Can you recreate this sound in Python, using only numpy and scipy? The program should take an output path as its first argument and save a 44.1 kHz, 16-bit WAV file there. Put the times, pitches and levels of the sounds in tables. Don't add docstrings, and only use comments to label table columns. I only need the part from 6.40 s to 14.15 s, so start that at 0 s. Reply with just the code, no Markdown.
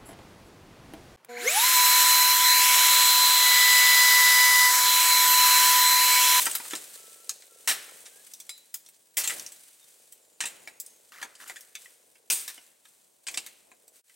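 import sys
import numpy as np
from scipy import signal
from scipy.fft import rfft, irfft, next_fast_len
from scipy.io import wavfile
from scipy.ndimage import uniform_filter1d, minimum_filter1d, map_coordinates

SR = 44100
rng = np.random.default_rng(int(sys.argv[2]) if len(sys.argv) > 2 else 0)


def write(x):
    x = np.atleast_2d(x).T
    wavfile.write(sys.argv[1], SR, np.round(np.clip(x, -1, 1) * 32767).astype(np.int16))


N = 341775
TIME = np.arange(N) / SR

# start in seconds, end in seconds, level in dB.
TICKING_SPELLS = [(0, 1.85, -67), (3.48, 6.12, -75), (7.4, 7.65, -72)]
# start in seconds, end in seconds, first mean pitch in Hz,
# last mean pitch in Hz, level in dB.
WHISTLE_GLIDES = [(0.54, 0.963, 1315, 1355, -69.5), (1.05, 1.27, 1370, 1330, -77.5),
                  (1.698, 1.83, 1525, 1710, -68.5), (3.373, 3.47, 3680, 3630, -77),
                  (3.801, 4.695, 7300, 6300, -69)]
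# start in seconds, leaf level in dB, litter level in dB, settling t60 in seconds.
TUGS = [(-0.03, -28.5, -49.5, 0.82), (0.2, -43, -61, 3.37), (1.16, -54.5, -67.5, 2.3),
        (1.33, -48.5, -64, 3.8), (1.8, -56.5, -72, 1.4), (2.87, -37, -47, 0.7), (3.1, -54.5, -78, 3.5),
        (3.45, -59.5, -82, 2.4), (4.05, -55.5, -60, 1.8), (4.42, -59.5, -76.5, 3.5),
        (4.971, -52, -69, 1.86), (5.37, -53, -70.5, 1.04), (5.96, -41.5, -64, 0.75),
        (6.42, -59.5, -89, 1.2), (6.88, -50, -57.5, 1.12), (7.24, -84, -65, 0.51), (7.518, -58, -93, 5.3)]
# frequency in Hz, relative density in dB per Hz.
LEAF_SPECTRUM = [(530, -38.5), (900, -16.5), (1500, -9.5), (2850, -8), (4000, -6), (4900, -7), (6300, -4),
                 (7900, 0), (9500, -1.5), (11300, -6.5), (15800, -8.5)]
# frequency in Hz, relative density in dB per Hz.
LITTER_SPECTRUM = [(20, -27), (60, -17), (130, -11.5), (280, -3), (600, 0), (1100, -8.5), (2500, -44),
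                   (6000, -64)]
# start in seconds, end in seconds, level before colouring in dB.
SCRAPE_STROKES = [(4.719, 4.784, -50.5), (4.785, 4.828, -50), (5, 5.044, -48), (5.059, 5.123, -51),
                  (5.42, 5.492, -82)]
# frequency in Hz, relative level in dB, t60 in seconds.
PING_MODES = [(2216, -12.5, 0.061), (3960, -3, 0.35), (5020, -6, 0.17), (7430, -4, 0.2), (10050, -5, 0.15)]
# start in seconds, level in dB, wood tilt in dB, splinter tilt in dB,
# stick pitch in Hz, time constant of tearing in seconds.
STICK_BREAKS = [(0.003, -27.5, -12.5, 0.5, 3600, 0.026), (0.016, -28.5, 5.5, 1.5, 3560, 0.016),
                (0.151, -22, -1.5, 4, 1340, 0.0035), (0.309, -36, 4, -9.5, 1690, 0.012),
                (0.351, -33.5, -5.5, -9.5, 3960, 0.015), (1.2744, -18, 3.5, -6, 3960, 0.025),
                (1.656, -46, -2, -17.5, 3830, 0.014), (2.7698, -22.5, -3.5, -3, 2020, 0.022),
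                (2.798, -31.5, -2.5, -6.5, 2590, 0.024), (2.8363, -30, 0, -8.5, 4200, 0.032),
                (2.895, -33, 13, -14, 2030, 0.018), (4.005, -27, 3.5, -17, 1820, 0.015),
                (4.055, -30.5, -0.5, -10, 2670, 0.014), (5.076, -43.5, -10, -2.5, 1940, 0.022),
                (5.9004, -19, -3.5, -6, 2480, 0.0061), (5.915, -24, -8, -3, 8710, 0.043),
                (6.078, -34, 2, -4, 3800, 0.015), (6.868, -34.5, -7, -22, 2600, 0.013),
                (6.884, -34, 4, -15, 2400, 0.0031), (6.941, -36, -2, -19, 2080, 0.006),
                (6.9732, -27, -5.5, -15, 2700, 0.0049), (7.063, -40.5, 0.5, -4, 2200, 0.0075)]
# start in seconds, level in dB, wood tilt in dB, splinter tilt in dB,
# twig pitch in Hz.
TWIG_SNAPS = [(0.055, -24, 0.5, 3.5, 8100), (0.114, -30, -6, -6, 8400), (0.8932, -27.5, -5, -10.5, 6460),
              (1.022, -51.5, 4, -19.5, 4000), (1.936, -40, -18, -5, 5850), (2.001, -41, -15, -6, 5950),
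              (2.0932, -36.5, -6.5, -10, 2200), (2.178, -50.5, -11, 4, 3850),
              (2.3418, -29.5, -8.5, 3, 1380), (2.462, -50.5, -8, -15, 5800), (2.487, -49.5, -0.5, 5, 8150),
              (2.875, -24.5, -5.5, -4, 7420), (2.996, -36, -7.5, -4.5, 5600), (3.063, -38, -12, -11, 5600),
              (3.12, -44, -9, -3.5, 7800), (3.723, -45, -6.5, 6.5, 7860), (4.4, -32.5, -23.5, 5.5, 7660),
              (4.4623, -44, -28, -1.5, 9200), (4.9522, -50.5, -16, -21.5, 3000),
              (5.207, -47, -22, -1, 1670), (7.479, -52, -8, 1, 7860)]
# start in seconds, level in dB, low knock tilt in dB, stick pitch in Hz.
WOOD_KNOCKS = [(0.0653, -25.5, -2.5, 1315), (0.2, -41, 4, 940), (0.252, -44, 3, 1260),
               (0.3333, -31.5, 9, 3400), (1.31, -29.5, -9, 1720), (1.489, -51.5, 1, 1370),
               (4.038, -34, 4, 2550), (4.2744, -40, -2, 2270), (4.815, -41, -4, 1900),
               (4.827, -34, -4, 1666), (4.847, -46, 8.5, 1000), (5.097, -38, -1, 1970),
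               (5.159, -45, -15, 1660), (5.1672, -45.5, -30, 1800), (5.3523, -37.5, -43, 3510),
               (5.458, -49, -10, 1950), (5.755, -59.5, -14, 2630), (6.102, -53, 4, 1730),
               (6.178, -49, 6.5, 2900), (6.4535, -55.5, -10, 3670), (7.3164, -53.5, 12.5, 2460),
               (7.696, -57, -38, 2010)]
# frequency in Hz, relative density in dB per Hz.
CRACK_SPECTRUM = [(30, -22), (100, -17.5), (180, -6), (300, 4), (600, -2.5), (1100, -8), (1800, -1),
                  (3000, -2.5), (4700, -5), (6200, -2), (8200, 4.5), (11000, -3.5), (15800, -6)]
# frequency in Hz, t60 in seconds.
FOREST_DECAY = [(100, 0.92), (400, 0.36), (2000, 0.86), (8000, 0.4), (16000, 0.16)]
# frequency in Hz, gain of the side signal in dB.
SIDE_GAIN = [(100, -6), (700, 3), (1400, -1), (2800, -2.5), (5800, -14), (8800, -11), (13500, -11)]
# time in seconds, gain in dB.
LEVEL_DIP = [(7.59, 0.5), (7.612, -12.5), (7.62, -33), (7.63, -34), (7.645, -11.5), (7.695, -2)]

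TICKS_PER_S, TICK_FADE_S = 25, 0.06
TICK_WHIRR_DB = -4.5
REST_LEAVES_DB, REST_LITTER_DB = -66.5, -72.5
TUG_RISE_S = 0.041
CRACKLE_DB, CRACKLE_PER_S, CRACKLE_SPREAD_DB = -9.5, 30, 4
BREAK_KNOCK_DB, TWIG_KNOCK_DB = -16.5, -21.5
KNOCK_WOOD_DB, KNOCK_SPLINTER_DB = 6.5, -9.5
TWIG_TEAR_S, KNOCK_CONTACT_S = 0.0024, 0.003
BREAK_RING, TWIG_RING, KNOCK_RING = 1.68, 1.56, 2.27
BREAK_FIRST, TWIG_FIRST, KNOCK_FIRST = 1.9, 2.6, 4.1
TOP_HZ = 15950


def amp(db):
    return 10 ** (np.asarray(db) / 20)


def unit(x):
    return x / np.sqrt(np.mean(x ** 2) + 1e-20)


def along(points, hz):
    f, v = np.transpose(points)
    return np.interp(np.log(hz + 1), np.log(f + 1), v)


def curves(rows):
    s, *columns = np.transpose(rows)
    return [np.interp(TIME, s, column) for column in columns]


def wobble(rate):
    knots = rng.standard_normal(int(N * rate / SR) + 4)
    return map_coordinates(knots, [TIME * rate])


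def add(track, s, sound):
    i = max(round(s * SR), 0)
    track[i:i + len(sound)] += sound[:N - i]


def coloured(x, gain_db):
    n = x.shape[-1]
    m = 2 * next_fast_len(n // 2 + SR // 20)
    gain = amp(gain_db(np.fft.rfftfreq(m, 1 / SR)))
    cepstrum = irfft(np.log(gain + 1e-6))
    cepstrum[1:m // 2] *= 2
    cepstrum[m // 2 + 1:] = 0
    response = np.exp(rfft(cepstrum))
    return irfft(rfft(x, m) * response, m)[..., :n]


def grains(rate, spread_db, size):
    happens = rng.random(size) < rate / SR
    sign = rng.choice([-1, 1], size)
    return happens * sign * amp(spread_db * np.minimum(rng.standard_normal(size), 2))


def stereo(mid, side):
    m = next_fast_len(N)
    spread = amp(along(SIDE_GAIN, np.fft.rfftfreq(m, 1 / SR)))
    side = irfft(rfft(side, m) * spread, m)[:N]
    return np.array([mid + side, mid - side])


def ticking():
    period = SR // TICKS_PER_S
    ticks = (np.arange(N) % period == 0) * amp(2.3 * wobble(12))
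    source = unit(ticks) + amp(TICK_WHIRR_DB) * rng.standard_normal(N)
    housing = [(100, -37), (300, -10.5), (450, 6), (620, 0.5), (850, -9.5), (2000, -42.5)]  # (Hz, dB)
    running = np.zeros(N)
    for start, end, db in TICKING_SPELLS:
        inside = np.minimum(TIME - start, end - TIME)
        running += amp(db) * np.clip(.5 + inside / TICK_FADE_S, 0, 1)
    return running * unit(coloured(source, lambda hz: along(housing, hz)))


def whistle():
    track = np.zeros(N)
    waver = 1 + 0.0068 * wobble(77)
    flutter = amp(4 * wobble(34))
    for start, end, first_hz, last_hz, db in WHISTLE_GLIDES:
        progress = np.clip((TIME - start) / (end - start), 0, 1)
        pitch_hz = waver * (first_hz + (last_hz - first_hz) * progress)
        phase = 2 * np.pi * np.cumsum(pitch_hz) / SR
        swell = 2 * np.sqrt(2 * progress * (1 - progress))
        track += amp(db) * swell * np.sin(phase)
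    return track * flutter


def rustle(spectrum, rate, grain_share, spread_db):
    t = np.arange(SR // 50) / SR
    flicks = grains(rate, spread_db, size=N)
    impact = np.exp(-t / 0.0066) * rng.standard_normal((2, len(t)))
    crackle = signal.fftconvolve(flicks[None], impact, axes=1)[:, :N]
    mix = rng.standard_normal((2, N)) + grain_share * unit(crackle)
    return unit(stereo(*coloured(mix, lambda hz: along(spectrum, hz))))


def brush():
    leaves_power, litter_power = amp(REST_LEAVES_DB) ** 2, amp(REST_LITTER_DB) ** 2
    for s, leaves_db, litter_db, t60 in TUGS:
        rise = np.clip((TIME - s) / TUG_RISE_S, 0, 1)
        motion = rise * amp(-60 * np.maximum(TIME - s - TUG_RISE_S, 0) / t60)
        leaves_power = leaves_power + (amp(leaves_db) * motion) ** 2
        litter_power = litter_power + (amp(litter_db) * motion) ** 2
    leaves_level, litter_level = np.sqrt(leaves_power), np.sqrt(litter_power)
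    leaves = leaves_level * amp(0.32 * wobble(25))
    leaves = leaves * rustle(LEAF_SPECTRUM, rate=260, grain_share=0.7, spread_db=6.0)
    litter = litter_level * amp(0.5 * wobble(9.9))
    litter = litter * rustle(LITTER_SPECTRUM, rate=90, grain_share=0.43, spread_db=2.0)
    twigs = rustle(LEAF_SPECTRUM, rate=CRACKLE_PER_S, grain_share=6, spread_db=CRACKLE_SPREAD_DB)
    return leaves + leaves_level * amp(CRACKLE_DB) * twigs + litter


def scrapes(pitch_hz=1650, scatter=0.324, count=30):
    track, t = np.zeros(N), np.arange(SR // 40) / SR
    for start, end, db in SCRAPE_STROKES:
        stroke = np.zeros(N)
        for k, (late, size, detune) in enumerate(rng.standard_normal((count, 3))):
            knock = np.sin(2 * np.pi * pitch_hz * np.exp(scatter * detune) * t)
            grating = .7 * rng.standard_normal(len(t))
            slip = (knock + grating) * np.exp(-t / .0025)
            s = start + (end - start) * (k + late / 2) / count
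            add(stroke, s, amp(2.4 * size) * slip)
        track += amp(db) * stroke * np.sqrt(abs(end - start) * SR / np.sum(stroke ** 2))
    colour = [(60, -22), (300, -5.0), (800, -5.0), (1700, 0.5), (3800, 1.5), (6000, 1.5), (15000, -4.0)]
    return coloured(track, lambda hz: along(colour, hz))


def ping(s=2.0945, db=-39):
    track, t = np.zeros(N), np.arange(SR // 2) / SR
    ringing = sum(amp(level - 60 * t / t60) * np.sin(2 * np.pi * hz * t) for hz, level, t60 in PING_MODES)
    add(track, s, amp(db) * ringing)
    return track


def stick_modes(hz, pitch_hz, width=0.054, count=8):
    others = np.geomspace(800, 6000, count) * np.exp(.12 * rng.standard_normal(count))

    def bump(centre):
        return 1 / (1 + ((hz - centre) / (width * centre + 30)) ** 2)

    minor = np.max([bump(centre) for centre in others], axis=0)
    return np.maximum(9 * bump(pitch_hz), 6 * minor)


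def snap(knock_db, wood_db, splinter_db, pitch_hz, tear, ring, first):
    t = np.arange(SR // 4) / SR
    fibres = grains(2600, 4.3, size=len(t)) * np.exp(-t / max(tear, 5e-4))
    fibres[0] = first
    answer = np.exp(-t / 0.00021) + amp(-31.5) * np.exp(-t / 0.006)
    power = np.abs(signal.fftconvolve(fibres ** 2, answer)[:len(t)])
    onset = 1 - np.exp(-t / 0.00046)
    burst = onset * np.sqrt(power) * rng.standard_normal(len(t))
    tilt = [(400, knock_db), (950, (knock_db + wood_db) / 2 + 4), (1800, wood_db - 2.0),
            (4500, 0.007), (8500, 0), (12500, splinter_db + 7.5)]
    ringing = ring / (1 + abs(tear) / 0.04)

    def colour(hz):
        return along(CRACK_SPECTRUM, hz) + along(tilt, hz) + ringing * stick_modes(hz, pitch_hz)

    sound = coloured(burst, colour)
    return sound / np.sqrt(np.mean(sound[:SR // 100] ** 2))


def sticks():
    track = np.zeros(N)
    for s, db, wood_db, splinter_db, pitch_hz, tear in STICK_BREAKS:
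        crack = snap(BREAK_KNOCK_DB, wood_db, splinter_db, pitch_hz, tear, BREAK_RING, BREAK_FIRST)
        add(track, s, amp(db) * crack)
    for s, db, wood_db, splinter_db, pitch_hz in TWIG_SNAPS:
        crack = snap(TWIG_KNOCK_DB, wood_db, splinter_db, pitch_hz, TWIG_TEAR_S, TWIG_RING, TWIG_FIRST)
        add(track, s, amp(db) * crack)
    for s, db, knock_db, pitch_hz in WOOD_KNOCKS:
        knock = snap(knock_db, KNOCK_WOOD_DB, KNOCK_SPLINTER_DB, pitch_hz,
                     KNOCK_CONTACT_S, KNOCK_RING, KNOCK_FIRST)
        add(track, s, amp(db) * knock)
    return track


def forest(x):
    hz, t, z = signal.stft(x, SR, nperseg=256)
    lag = t[t < 1]
    decay = amp(-120 * lag / along(FOREST_DECAY, hz)[:, None]) * (1 - np.exp(-lag / 0.004)) ** 2
    decay = decay / decay.sum(axis=1, keepdims=True)
    power = uniform_filter1d(np.abs(z) ** 2, size=5, axis=0)
    power = signal.fftconvolve(power, decay, axes=1)[:, :len(t)]
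    hiss = signal.stft(rng.standard_normal(N), nperseg=256)[2]
    tone = [(80, -26), (300, 8.0), (1200, -1.5), (4000, -3), (8000, -4.0), (14000, -2)]  # (Hz, dB)
    colour = amp(along(tone, hz))[:, None]
    echo = hiss / hiss.std() * np.sqrt(np.abs(power)) * colour
    return signal.istft(echo, nperseg=256)[1][:N]


def sideways(x):
    t = np.arange(SR // 20) / SR
    reflections = np.exp(-t / 0.0042) * rng.standard_normal(len(t))
    reflections = reflections / np.linalg.norm(reflections)
    quadrature = signal.hilbert(x, next_fast_len(N))[:N].imag
    return amp(-7.0) * quadrature + amp(-13.5) * signal.fftconvolve(x, reflections)[:N]


def scene():
    wood = sticks() + ping() + scrapes()
    mid = wood + amp(-12) * forest(wood)
    side = amp(-0.5) * sideways(wood) + amp(-16.5) * forest(wood)
    heard = stereo(mid, side) + brush() + whistle() + ticking()
    balance = amp([[.25], [-.25]])
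    return heard * amp(curves(LEVEL_DIP)[0]) * balance


def record(dry, ceiling_db=-20):
    level = np.sqrt(np.abs(uniform_filter1d(np.mean(dry ** 2, axis=0), size=90)))
    needed = np.minimum(1, amp(ceiling_db) / (level + 1e-9))
    gain = uniform_filter1d(minimum_filter1d(needed, size=60), size=60)
    m = next_fast_len(N + SR // 2)
    passed = np.fft.rfftfreq(m, 1 / SR) < TOP_HZ
    return irfft(rfft(dry * gain, m) * passed, m)[:, :N]


dry = scene()
out = record(dry)
write(out)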